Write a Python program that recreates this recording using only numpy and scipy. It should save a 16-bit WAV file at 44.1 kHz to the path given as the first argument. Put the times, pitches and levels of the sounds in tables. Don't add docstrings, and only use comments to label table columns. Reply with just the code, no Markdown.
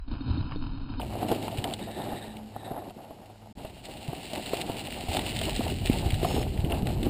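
import sys
import numpy as np
from scipy import signal
from scipy.fft import rfft, irfft, next_fast_len
from scipy.io import wavfile
from scipy.ndimage import uniform_filter1d, map_coordinates

SR = 44100
rng = np.random.default_rng(int(sys.argv[2]) if len(sys.argv) > 2 else 0)


def digitize_waveform(pressure):
    field = np.atleast_2d(pressure).T
    bounded = np.clip(field, -1, 1)
    quanta = np.round(bounded * 32767).astype(np.int16)
    wavfile.write(sys.argv[1], SR, quanta)


N = 312933
TIME = np.arange(N) / SR

# (time [s], rumble [dB], knobs [dB], leaves [dB])
SLOW_FADERS = [(0, -29.5, -69, -70), (.076, -48.5, -54, -66), (.083, -30, -45.5, -55.5),
               (.3, -48, -35.5, -45.5), (.5, -32.5, -38, -50.5), (1, -38.5, -44, -54)]
# (time [s], rumble [dB], knobs [dB], leaves [dB])
RIDE_FADERS = [
    [(1.0, -36.5, -46.5, -51.5), (1.15, -41, -40, -51.5), (1.36, -54, -38, -45.5), (1.7, -46, -44.5, -54),
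     (2.07, -55, -38, -49.5), (2.25, -53, -44.5, -56.5), (2.46, -54.5, -50.5, -59.5),
     (3.0, -60, -49.5, -63.5), (3.52, -59, -56.5, -66.5)],
    [(3.56, -50, -58.5, -64.5), (4.03, -51.5, -49, -49), (4.5, -50, -40.5, -42), (5.05, -45, -44, -44),
     (5.5, -34.5, -39, -39.5), (5.8, -30.5, -45, -44.5), (6.1, -32, -43.5, -45), (6.38, -29, -37, -42.5),
     (6.5, -33, -48.5, -50), (6.7, -32, -42, -51), (7.1, -27.5, -42, -48)],
]
# (start [s], length [s], knobs lift [dB], leaves lift [dB])
ROUGH_PATCHES = [(0.117, 0.024, 11.5, 5.5), (0.513, 0.035, 2.5, 6), (1.286, 0.071, 3.5, 3),
                 (1.424, 0.033, 2, 4), (1.575, .015, 2.5, 8), (1.651, 0.033, 9, 6.5),
                 (1.723, 0.0063, 2, 6.5), (1.794, 0.019, 3.5, 3.5), (2.56, 0.265, 5.5, -2.5),
                 (3.575, 0.1, 8.5, 6), (3.84, 0.054, 7, 4.5), (4.079, 0.083, 3, -0.5),
                 (4.635, 0.11, 1.5, -2.5), (5.115, 0.068, 7, 5.5), (5.262, 0.031, 3, 5),
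                 (5.365, 0.077, 0.5, 2), (5.528, 0.1, -0.5, 2.5), (5.856, 0.12, 6.5, 6),
                 (6.197, 0.09, 3.5, 3), (6.705, 0.068, 3.5, 3), (6.858, 0.023, 7.5, 3.5),
                 (7.034, 0.005, -3.5, 2)]
def rolling(faders, housing, speed, thud_db, frame_db):
    rumble_db, knobs_db, leaves_db = curves(faders)
    lift_db = np.zeros(N)
    for start, length, knobs_lift_db, leaves_lift_db in ROUGH_PATCHES:
        patch = plateau(start, length, attack_s=0.0055, release_s=0.044)
        lift_db += knobs_lift_db * patch
        leaves_db += leaves_lift_db * patch
    swing_db = 0.26 * (knobs_db + 41.5)
    tyre_gain = amp(knobs_db + thud_db + swing_db + 0.8 * lift_db)
    thud_gain = np.hypot(tyre_gain, amp(rumble_db + frame_db))
    rumble = amp(rumble_db) * air_rumble(speed)
    jolts = wobble(25 * speed)
    thud = thud_gain * tyre_thud(jolts, speed)
    ring = amp(knobs_db + lift_db) * housing_ring(housing, jolts, speed)
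    leaves = amp(leaves_db) * leaf_crackle(jolts, speed)
    return rumble + thud + ring + leaves


# (frequency [Hz], relative level [dB])
RUMBLE_EQ = [(12, -41), (22, -9.5), (40, 2.5), (80, 0.5), (130, -1.5), (250, -13.5), (660, -120)]
def air_rumble(speed):
    hz, db = np.transpose(RUMBLE_EQ)
    eq = lambda f: amp(np.interp(np.log(f / speed), np.log(hz), db))
    noise = unit(filtered(rng.standard_normal(N), eq))
    envelope = np.abs(signal.hilbert(noise, next_fast_len(N))[:N])
    return unit(noise / (0.37 + envelope) ** 0.27)


# (frequency [Hz], width [Hz], gain [dB])
TYRE_MODES = [(154, 150, -5), (251, 107, 1.5), (389, 163, -2)]
def tyre_thud(jolts, speed):
    hits = grains(350 * speed, spread_db=4.6, clump_db=1.8, clump_hz=35 * speed, bed=1.52)
    muffled = lambda f: modes(TYRE_MODES, speed)(f) / (1 + 1j * f / (600 * speed)) ** 2
    return unit(filtered(hits * amp(1.75 * jolts), muffled))


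# (frequency [Hz], width [Hz], gain [dB])
RIDE_HOUSING = [(687, 600, 0), (918, 450, -4)]
SLOW_HOUSING = [(814, 194, 2.5), (929, 173, -3.5)]
def housing_ring(housing, jolts, speed):
    hits = grains(400 * speed, spread_db=3.1, clump_db=1.57, clump_hz=50 * speed, bed=1.0)
    boxy = lambda f: modes(housing, speed)(f) * modes([(780, 450, 0)], speed)(f)
    return unit(filtered(hits * amp(2.3 * jolts), boxy))


# (frequency [Hz], width [Hz], gain [dB])
HIGH_MODES = [(2160, 850, -6.5), (2950, 346, 2), (4220, 914, -5.5), (5080, 510, -30)]
def leaf_crackle(jolts, speed):
    cracks = grains(900 * speed, spread_db=4.0, clump_db=1.9, clump_hz=55 * speed, bed=1.0)
    return unit(filtered(cracks * amp(0.84 * jolts), modes(HIGH_MODES, speed)))


# (time [s], level [dB], pitch [Hz])
FRAME_THUMPS = [(.127, -27.5, 60.4), (.3, -25, 100.5), (.395, -23, 105), (.56, -27, 274), (1.3, -20, 300),
                (1.316, -16.5, 427), (1.322, -15.5, 387), (1.583, -21, 106), (2.132, -25.5, 202),
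                (2.712, -27, 290), (3.575, -33, 250), (3.648, -31.5, 292), (4.084, -20.5, 138),
                (4.131, -24.5, 358), (4.534, -14.5, 388), (4.697, -22.5, 328), (5.088, -22, 81.5),
                (5.594, -16, 241), (5.898, -11.5, 250), (6.057, -16, 86), (6.132, -15.5, 89),
                (6.231, -16.5, 357), (6.589, -18, 84), (6.642, -19.5, 135), (6.83, -16, 187)]
# (time [s], level [dB],
# pitch [Hz])
HOUSING_KNOCKS = [(0.52, -33, 1160), (0.997, -27.5, 910), (1.227, -28.5, 780), (1.316, -25, 807),
                  (1.48, -28, 880), (1.643, -26, 723), (1.998, -28.5, 810), (2.132, -29.5, 740),
                  (2.562, -30.5, 755), (2.706, -34.5, 775), (2.716, -30, 697), (2.764, -33.5, 820),
                  (2.777, -37, 760), (2.819, -36, 720), (2.904, -39.5, 710), (3.107, -36, 653),
                  (3.298, -41.5, 730), (3.649, -31, 660), (4.131, -31.5, 720), (4.331, -29.5, 610),
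                  (4.535, -22.5, 680), (4.698, -27, 710), (5.084, -30, 740), (5.169, -24, 810),
                  (5.189, -28, 765), (5.413, -27, 656), (5.483, -28, 610), (5.607, -25, 685),
                  (5.912, -36.5, 764), (6.23, -60, 674), (6.247, -18, 716), (6.308, -26, 820),
                  (6.363, -24.5, 670), (6.707, -30.5, 670), (6.96, -34.5, 675)]
def bumps(table, t60_cycles, rise_cycles, rough):
    track = np.zeros(N + SR)
    t = np.arange(SR // 10) / SR
    for start, db, hz in table:
        cycles = t * hz
        envelope = amp(-60 * cycles / t60_cycles) * (1 - np.exp(-cycles / rise_cycles))
        span = round(SR / hz / 3)
        noise = rng.standard_normal(len(t))
        rebounds = unit(uniform_filter1d(uniform_filter1d(noise, span), span))
        ring = np.sin(2 * np.pi * cycles) + rough * rebounds
        track[round(start * SR):][:len(t)] += amp(db) * envelope / envelope.max() * ring
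    return track[:N]


# (time [s], strength [dB], bright layer offset [dB])
SNAP_CUES = [(0.524, -16, 10), (1, -34, -2.5), (1.0156, -21, -14), (1.316, -19.5, 8), (1.48, -17.5, -16),
             (1.584, -18, -8), (1.641, -12, 4.5), (1.7083, -22.5, 0.5), (1.737, -19.5, 9.5),
             (2.3686, -31, 6), (3.6502, -28.5, -1), (3.8545, -38, 18), (4.333, -21, 6.5), (4.46, -18, 2.5),
             (4.5702, -19.5, 4), (4.765, -27, -33), (4.8703, -19.5, 1), (4.925, -19, -19),
             (4.942, -20, -2.5), (5.1177, -21, 0), (5.139, -23, 13), (5.1683, -14.5, 5),
             (5.1928, -14.5, 0.5), (5.218, -21, -0.5), (5.2636, -15, -5), (5.3896, -19.5, 10),
             (5.4135, -11.5, 2.5), (5.4941, -13.5, 1), (5.5622, -14, 4), (5.699, -17.5, -1.5),
             (5.8722, -13.5, -2), (5.899, -16, -9), (6.1042, -12, -2.5), (6.1418, -14.5, 1),
             (6.3507, -18, 2.5), (6.4282, -17.5, -6), (6.5748, -20.5, -11), (6.6468, -20.5, -10),
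             (6.6985, -23.5, -7.5), (6.7215, -14, -13), (6.745, -22, -7), (6.87, -15, 1),
             (7.0298, -14.5, -1)]
def snaps():
    t = np.arange(SR // 10) / SR
    tail_t60_s, crack_t60_s, rise_s = 0.025, 0.0023, 0.00015
    decay = amp(-60 * t / tail_t60_s) + amp(2.5 - 60 * t / crack_t60_s)
    envelope = decay * (1 - np.exp(-t / rise_s))
    dull, bright = np.zeros((2, N + SR))
    for start, db, bright_db in SNAP_CUES:
        noise = rng.standard_normal(len(t))
        burst = amp(db) * envelope * np.sign(noise) * np.abs(noise) ** 0.5
        dull[round(start * SR):][:len(t)] += burst
        bright[round(start * SR):][:len(t)] += burst * amp(bright_db)
    body = filtered(dull[:N], modes(HIGH_MODES[:2], tuning=0.99))
    return body + filtered(bright[:N], modes(HIGH_MODES[2:], tuning=0.86))


# (start [s], length [s], level [dB])
COAST_CUES = [(0.997, 0.48, -65), (1.824, 0.37, -50.5), (2.567, 0.15, -55.5)]
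# (frequency [Hz], width [Hz], gain [dB])
CHAIN_MODES = [(1800, 180, 6.2), (3830, 190, 6.9)]
def drivetrain_buzz():
    gain = sum(amp(db) * plateau(start, length, attack_s=0.04, release_s=0.19)
               for start, length, db in COAST_CUES)
    clicks = grains(990, spread_db=3.0, clump_db=3.7, clump_hz=60, bed=0.63)
    return gain * unit(filtered(clicks, modes(CHAIN_MODES, tuning=0.99)))


# (time [s], lower partial [dB], upper partial [dB])
SQUEAL_FADERS = [(6.21, -66, -63), (6.3, -55, -49.5), (6.4, -53, -56), (6.42, -55, -48), (6.44, -70, -77)]
def brake_squeal():
    return tone(SQUEAL_FADERS, partials_hz=(3513, 5270), waver_db=1.5)


# (time [s], note [dB], octave [dB])
HUM_FADERS = [(1.0, -42, -48), (1.55, -45.5, -48.5), (2.22, -52, -47), (2.47, -57, -42.5),
              (2.54, -47.5, -58), (2.86, -54.5, -60), (3.0, -66, -57), (3.25, -55.5, -70), (3.52, -53, -48)]
def far_hum():
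    return tone(HUM_FADERS, partials_hz=(105.3, 215.5), waver_db=0.59)


def microphone_hiss():
    return amp(-60.5) * rng.standard_normal(N)


def amp(db):
    return 10 ** (np.asarray(db) / 20)


def unit(x):
    return x / np.sqrt(np.mean(x ** 2) + 1e-20)


def curves(faders):
    times, *columns = np.transpose(faders)
    return [np.interp(TIME, times, column) for column in columns]


def plateau(start, length, attack_s, release_s):
    return np.interp(TIME, np.cumsum([start - attack_s, attack_s, length, release_s]), [0, 1, 1, 0])


def wobble(rate):
    return map_coordinates(rng.standard_normal(int(N * rate / SR) + 4), [TIME * rate])


def filtered(x, response):
    size = next_fast_len(N + SR // 2)
    hz = np.fft.rfftfreq(size, 1 / SR) + 1e-3
    return irfft(rfft(x, size) * response(hz), size)[..., :N]


def modes(table, tuning):
    def resonance(f, hz, width):
        return 1j * f * width / (hz ** 2 - f ** 2 + 1j * f * width)
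    return lambda f: sum((-1) ** k * amp(db) * resonance(f / tuning, hz, width)
                         for k, (hz, width, db) in enumerate(table))


def grains(per_s, spread_db, clump_db, clump_hz, bed):
    hits = (rng.random(N) < per_s / SR) * amp(spread_db * rng.exponential(size=N))
    hits = np.clip(hits * rng.choice([-1, 1], N), -amp(4.9 * spread_db), amp(2.0 * spread_db))
    return (unit(hits) + bed * rng.standard_normal(N)) * amp(clump_db * wobble(clump_hz))


def tone(faders, partials_hz, waver_db):
    gate = uniform_filter1d(1. * ((TIME > faders[0][0]) & (TIME < faders[-1][0])), size=400)
    partials = (amp(db + waver_db * wobble(40)) * np.sin(2 * np.pi * hz * TIME)
                for hz, db in zip(partials_hz, curves(faders)))
    return gate * np.sqrt(2) * sum(partials)


def slow_then_normal(slow, normal, switch_s=1.0):
    late = uniform_filter1d(1. * (TIME > switch_s), size=200)
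    return (1 - late) * slow + late * normal


def sample_hold(x, speed):
    rate_hz, edge_hz = 12000 * speed, 15180 * speed
    base = filtered(x, lambda f: 1 / (1 + (f / (0.47 * rate_hz)) ** 24))
    mirrors = base * 2 * np.cos(2 * np.pi * rate_hz * TIME)
    edge = lambda f: 1 / (1 + (f / edge_hz) ** 240)
    droop = lambda f: np.abs(rate_hz - f) / f * (f / rate_hz) ** 0.21
    return base + amp(1.12) * filtered(mirrors, lambda f: (f > rate_hz / 2) * droop(f) * edge(f))


def scene():
    slow = rolling(SLOW_FADERS, SLOW_HOUSING, speed=1 / 3, thud_db=2, frame_db=-33)
    normal = rolling(np.vstack(RIDE_FADERS), RIDE_HOUSING, speed=0.97, thud_db=1, frame_db=-5.5)
    bike = slow_then_normal(slow, normal + drivetrain_buzz())
    thumps = bumps(FRAME_THUMPS, t60_cycles=7.3, rise_cycles=0.15, rough=0.28)
    knocks = bumps(HOUSING_KNOCKS, t60_cycles=23, rise_cycles=1.1, rough=0.51)
    return (bike + thumps + knocks + snaps() + brake_squeal() + far_hum() + microphone_hiss())[None]


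def record(dry):
    gap_start_s, gap_end_s, top_hz = 3.527, 3.553, 16650
    gate = uniform_filter1d(1. * ((TIME < gap_start_s) | (TIME > gap_end_s)), size=100)
    held = slow_then_normal(sample_hold(dry, speed=1 / 3), sample_hold(dry, speed=1))
    return filtered(gate * held, lambda hz: hz < top_hz)


dry = scene()
out = record(dry)
digitize_waveform(out)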